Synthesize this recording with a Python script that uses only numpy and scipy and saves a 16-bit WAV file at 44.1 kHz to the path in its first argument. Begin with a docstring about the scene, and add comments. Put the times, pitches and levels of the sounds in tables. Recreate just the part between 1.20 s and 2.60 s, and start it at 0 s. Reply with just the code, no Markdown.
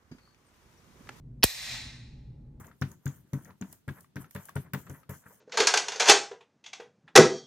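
"""A quiet room with a wooden floor, a stereo microphone close to a pistol being decocked.
The sear lets go and the hammer clatters down in about fifteen milliseconds, ringing the steel
and jolting the frame in the hand. The recorder's limiter ducks on the click and recovers,
so the room's ring swells back as a soft hiss over ventilation rumble and a low mains hum."""
import sys
import numpy as np
from scipy import signal
from scipy.fft import rfft, irfft, next_fast_len
from scipy.io import wavfile
from scipy.ndimage import uniform_filter1d, minimum_filter1d

SR = 44100
rng = np.random.default_rng(int(sys.argv[2]) if len(sys.argv) > 2 else 0)


def generate_wav(signal):
    """Clip the signal to [-1, 1] and save it as 16-bit WAV at the path in sys.argv[1]."""
    frames = np.transpose(np.atleast_2d(signal))
    scaled = np.clip(frames, -1, 1) * 32767
    pcm = np.round(scaled).astype(np.int16)
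    wavfile.write(sys.argv[1], SR, pcm)


N = 61739


def from_db(db):
    """Decibels to gain."""
    return 10 ** (np.asarray(db) / 20)


def rms_one(x):
    """Scale to rms 1."""
    return x / np.sqrt(np.mean(x ** 2) + 1e-20)


def at_hz(points, hz):
    """Read a table on a log-frequency axis."""
    freqs_hz, values = np.transpose(points)
    return np.interp(np.log(np.maximum(hz, 1)), np.log(freqs_hz), values)


def shaped(x, response):
    """Filter by a response given as a function of frequency."""
    size = next_fast_len(2 * N)
    spectrum = rfft(x, size)
    hz = np.arange(spectrum.shape[-1]) * SR / size
    return irfft(spectrum * response(hz), size)[..., :N]


def coloured(x, colour):
    """Filter by a table of freq_hz, gain_db."""
    return shaped(x, lambda hz: from_db(at_hz(colour, hz)))


def decay(start_s, t60_s):
    """Envelope that jumps to 1 and dies away."""
    age_s = np.arange(N) / SR - start_s
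    return (age_s >= 0) * 1000 ** (-np.clip(age_s / t60_s, 0, 10))


# Stereo width of the room at the microphone: freq_hz, side_minus_mid_db
ROOM_WIDTH = [(60, -35), (250, -16), (600, 0), (1700, -13), (3100, -1), (4200, -6.5), (5000, -1.5),
              (6500, -15.5), (10000, -43), (14000, -12)]
def diffuse_noise():
    """Sound from all around, alike in both channels in the bass and less so above."""
    mid, side = rng.standard_normal((2, N))
    width = lambda hz: from_db(at_hz(ROOM_WIDTH, hz))
    mid = shaped(mid, lambda hz: 1 / np.hypot(1, width(hz)))
    side = shaped(side, lambda hz: width(hz) / np.hypot(1, width(hz)))
    return np.array([mid + side, mid - side])


def tones(table):
    """Steady sines at the given rms levels, each with a random phase."""
    t = np.arange(N) / SR
    return sum(from_db(db) * np.sqrt(2) * np.sin(2 * np.pi * (hz * t + rng.random())) for hz, db in table)


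# Ventilation rumble all round the microphone: freq_hz, gain_db
VENT_COLOUR = [(5, -29.5), (18, -6), (30, -5), (58, 6.5), (90, -5.5), (135, 4.5), (180, -8), (260, -8.5),
               (350, -19.5), (600, -29), (850, -39), (1200, -44.5), (2500, -52.5), (6000, -58.5),
               (16000, -69)]
# Mains hum in the background: pitch_hz, level_db
MAINS_HUM = [(119, -54.5), (241, -65)]
# Faint whines in the background: pitch_hz, level_db
FAINT_WHINES = [(797, -88), (851, -83)]
def ventilation(rumble_db=-48, whine_from_s=0.3, whine_fade_s=0.1):
    """Room tone: steady low rumble and mains hum, with faint whines fading in after the click."""
    rumble = from_db(rumble_db) * rms_one(coloured(diffuse_noise(), VENT_COLOUR))
    fade_in = np.clip((np.arange(N) / SR - whine_from_s) / whine_fade_s, 0, 1)
    return rumble + tones(MAINS_HUM) + tones(FAINT_WHINES) * fade_in


# Colour of the reflections reaching the microphone: freq_hz, gain_db
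REFLECTION_COLOUR = [(100, -16.5), (350, -25), (600, -8.5), (920, -6.5), (1250, -3), (1580, -2.5),
                     (1900, 4.5), (2400, 2), (3050, -6), (3700, 6.5), (4300, 1), (4800, -2), (6300, 5),
                     (8800, 3), (10300, -24), (12200, 4.5), (13800, -2), (15500, -21)]
# How long the room rings: freq_hz, t60_s
ROOM_DECAY = [(200, 0.41), (800, 0.9), (2000, 0.87), (4000, 0.83), (7000, 0.71), (10000, 0.51),
              (14000, 0.45)]
def room(x, delay_s=0.0042, early_db=-37.5, early_t60_s=0.05, late_db=-49.5):
    """Quick reflections off hand, body and floor, then a diffuse ring whose treble fades early."""
    noise = coloured(diffuse_noise(), REFLECTION_COLOUR)
    early = noise[:, ::-1] * decay(delay_s, early_t60_s)
    centres_hz, t60s_s = np.transpose(ROOM_DECAY)
    late = np.zeros((2, N))
    for share, t60_s in zip(np.eye(len(centres_hz)), t60s_s):
        band = shaped(noise, lambda hz: at_hz(np.c_[centres_hz, share], hz))
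        late += band * decay(delay_s, t60_s)
    reflections = from_db(late_db) * late + from_db(early_db) * early
    return signal.fftconvolve(x[None], reflections, axes=1)[:, :N]


# Swings of the frame in the hand, heard close up: start_s, pitch_hz, level_db, t60_s
FRAME_SWINGS = [(0.2419, 443.2, 12, 0.0082), (0.2430, 209.2, 1.5, 0.0098), (0.2450, 89.85, 4.5, 0.028),
                (0.2505, 45.4, -7, 0.071)]
def frame_jolt(low_cut_hz=35):
    """The stopped hammer knocks the frame, which thumps into the hand and rocks to and fro."""
    t = np.arange(N) / SR
    thump = np.zeros(N)
    for k, (start_s, hz, level_db, t60_s) in enumerate(FRAME_SWINGS):
        swing = decay(start_s, t60_s) * np.sin(2 * np.pi * hz * (t - start_s))
        thump += (-1) ** k * from_db(level_db) * swing
    low_cut = signal.butter(1, low_cut_hz, "high", fs=SR, output="sos")
    return signal.sosfilt(low_cut, thump + 1e-18)


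# Steel striking steel close to the microphone, with a level for each of five bands, low to high:
# start_s, knock_db, clack_db, ring_db, crack_db, sizzle_db
STEEL_CONTACTS = [(0.227, -28.5, -15, -18, -46, -50.5), (0.232, -5.5, 2, 0, -24, -31),
                  (0.2324, -13, -9.5, 8.5, -16, -25.5), (0.2345, -3.5, 4, 6.5, -9, 2),
                  (0.2379, 3.5, -5.5, -9.5, 9, 7), (0.2396, -20, 6.5, -10.5, 13, 7),
                  (0.2422, -7, -3, 0, 7, 0.5)]
# Borders of those five bands: edge_hz
BAND_EDGES_HZ = [250, 1500, 3800, 6000, 11000, 16000]
# Resonances that colour every contact: freq_hz, gain_db
GRIT_COLOUR = [(300, -8.5), (640, 1), (760, -6), (900, 5), (1150, -11), (1600, 1), (2100, 2.5), (2600, 3),
               (3000, 9), (3600, -1), (4700, 2.5), (5600, -3.5), (6800, -7), (7600, -7), (9000, 0.5),
               (12000, 3.5), (14400, -9), (15300, -1)]
def contact_grit(gain_db=-0.5, t60_s=0.011):
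    """Each steel contact is a gritty burst of a few milliseconds with its own colour."""
    noise = coloured(rng.standard_normal(N), GRIT_COLOUR)
    bands = [signal.sosfilt(signal.butter(3, edges_hz, "band", fs=SR, output="sos"), noise)
             for edges_hz in zip(BAND_EDGES_HZ, BAND_EDGES_HZ[1:])]
    grit = np.zeros(N)
    for start_s, *levels_db in STEEL_CONTACTS:
        envelope = decay(start_s, t60_s)
        envelope_rms = np.sqrt(np.mean(envelope ** 2))
        for band, level_db in zip(bands, levels_db):
            burst = envelope * np.roll(band, rng.integers(N))
            grit += from_db(gain_db + level_db) * envelope_rms * rms_one(burst)
    return grit


# Ring of slide and hammer, heard close up: pitch_hz, level_db, t60_s
SLIDE_HAMMER_MODES = [(685.3, -26, 0.015), (838.4, -22, .05), (2594, -11, .035), (2833, -10.5, .03),
                      (4324, -18.5, .035), (4830, -7.5, .012), (5030, -14, 0.037), (7060, -28.5, .02),
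                      (12850, -20, .025), (13700, -21.5, .02), (15200, -12, .02)]
def steel_ring():
    """Every contact sets slide and hammer ringing, each mode as hard as the contact is in its band."""
    starts_s, *levels_db = np.transpose(STEEL_CONTACTS)
    ringing = np.zeros(N)
    for hz, mode_db, t60_s in SLIDE_HAMMER_MODES:
        band_index = np.searchsorted(BAND_EDGES_HZ[1:-1], hz)
        blows = np.full(N, 1e-18)
        blows[(starts_s * SR).astype(int)] = from_db(mode_db + levels_db[band_index])
        radius, angle = from_db(-60 / (t60_s * SR)), 2 * np.pi * hz / SR  # two-pole resonator
        ringing += signal.lfilter([0, np.sin(angle)], [1, -2 * radius * np.cos(angle), radius ** 2], blows)
    return ringing


# Stereo phase between left and right, nearly opposite around 10 kHz: freq_hz, phase_rad
STEREO_PHASE = [(2400, 0), (4000, .6), (5500, .45), (7000, 1.3), (8200, 2.1), (9400, 2.85), (10200, 3.14),
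                (11100, 3.4), (12200, 4.3), (14000, 6.1), (16000, 6.3)]
def scene():
    """The pistol radiates a different grit forwards and back; both fill the room."""
    body = steel_ring() + frame_jolt()
    towards, away = body + contact_grit(), body + contact_grit()
    at_microphone = towards + room(towards) + room(away)
    phase_shift = lambda hz: np.exp(0.5j * np.outer([1, -1], at_hz(STEREO_PHASE, hz)))
    return shaped(at_microphone, phase_shift) + ventilation()


def limiter(x, limit_db=-13, detect_s=0.015, lookahead_s=0.004, hold_s=0.1, release_db_per_s=93.5):
    """Ducks just ahead of a loud sound, holds, then recovers at a steady rate."""
    hold, ahead = int(hold_s * SR), int(lookahead_s * SR)
    power = uniform_filter1d(np.mean(x ** 2, axis=0), int(detect_s * SR))
    over_db = np.maximum(10 * np.log10(np.maximum(power, 1e-12)) - limit_db, 0)
    held_db = -minimum_filter1d(-over_db, hold, origin=(hold - 1) // 2, mode="constant")
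    ramp_db = release_db_per_s * np.arange(N) / SR
    cut_db = np.maximum.accumulate(held_db + ramp_db) - ramp_db
    early_cut_db = np.pad(cut_db[ahead // 2:], (0, ahead // 2), "edge")
    return x * from_db(-uniform_filter1d(early_cut_db, ahead))


def record(dry):
    """The recorder limits the click, rounds its peaks and cuts the highest treble."""
    ceiling, cutoff_hz = 0.72, 15700
    limited = limiter(dry)
    rounded = limited / (1 + (limited / ceiling) ** 4) ** 0.25
    high_cut = signal.ellip(10, 0.1, 80, cutoff_hz, fs=SR, output="sos")
    return signal.sosfilt(high_cut, rounded)


dry = scene()
out = record(dry)
generate_wav(out)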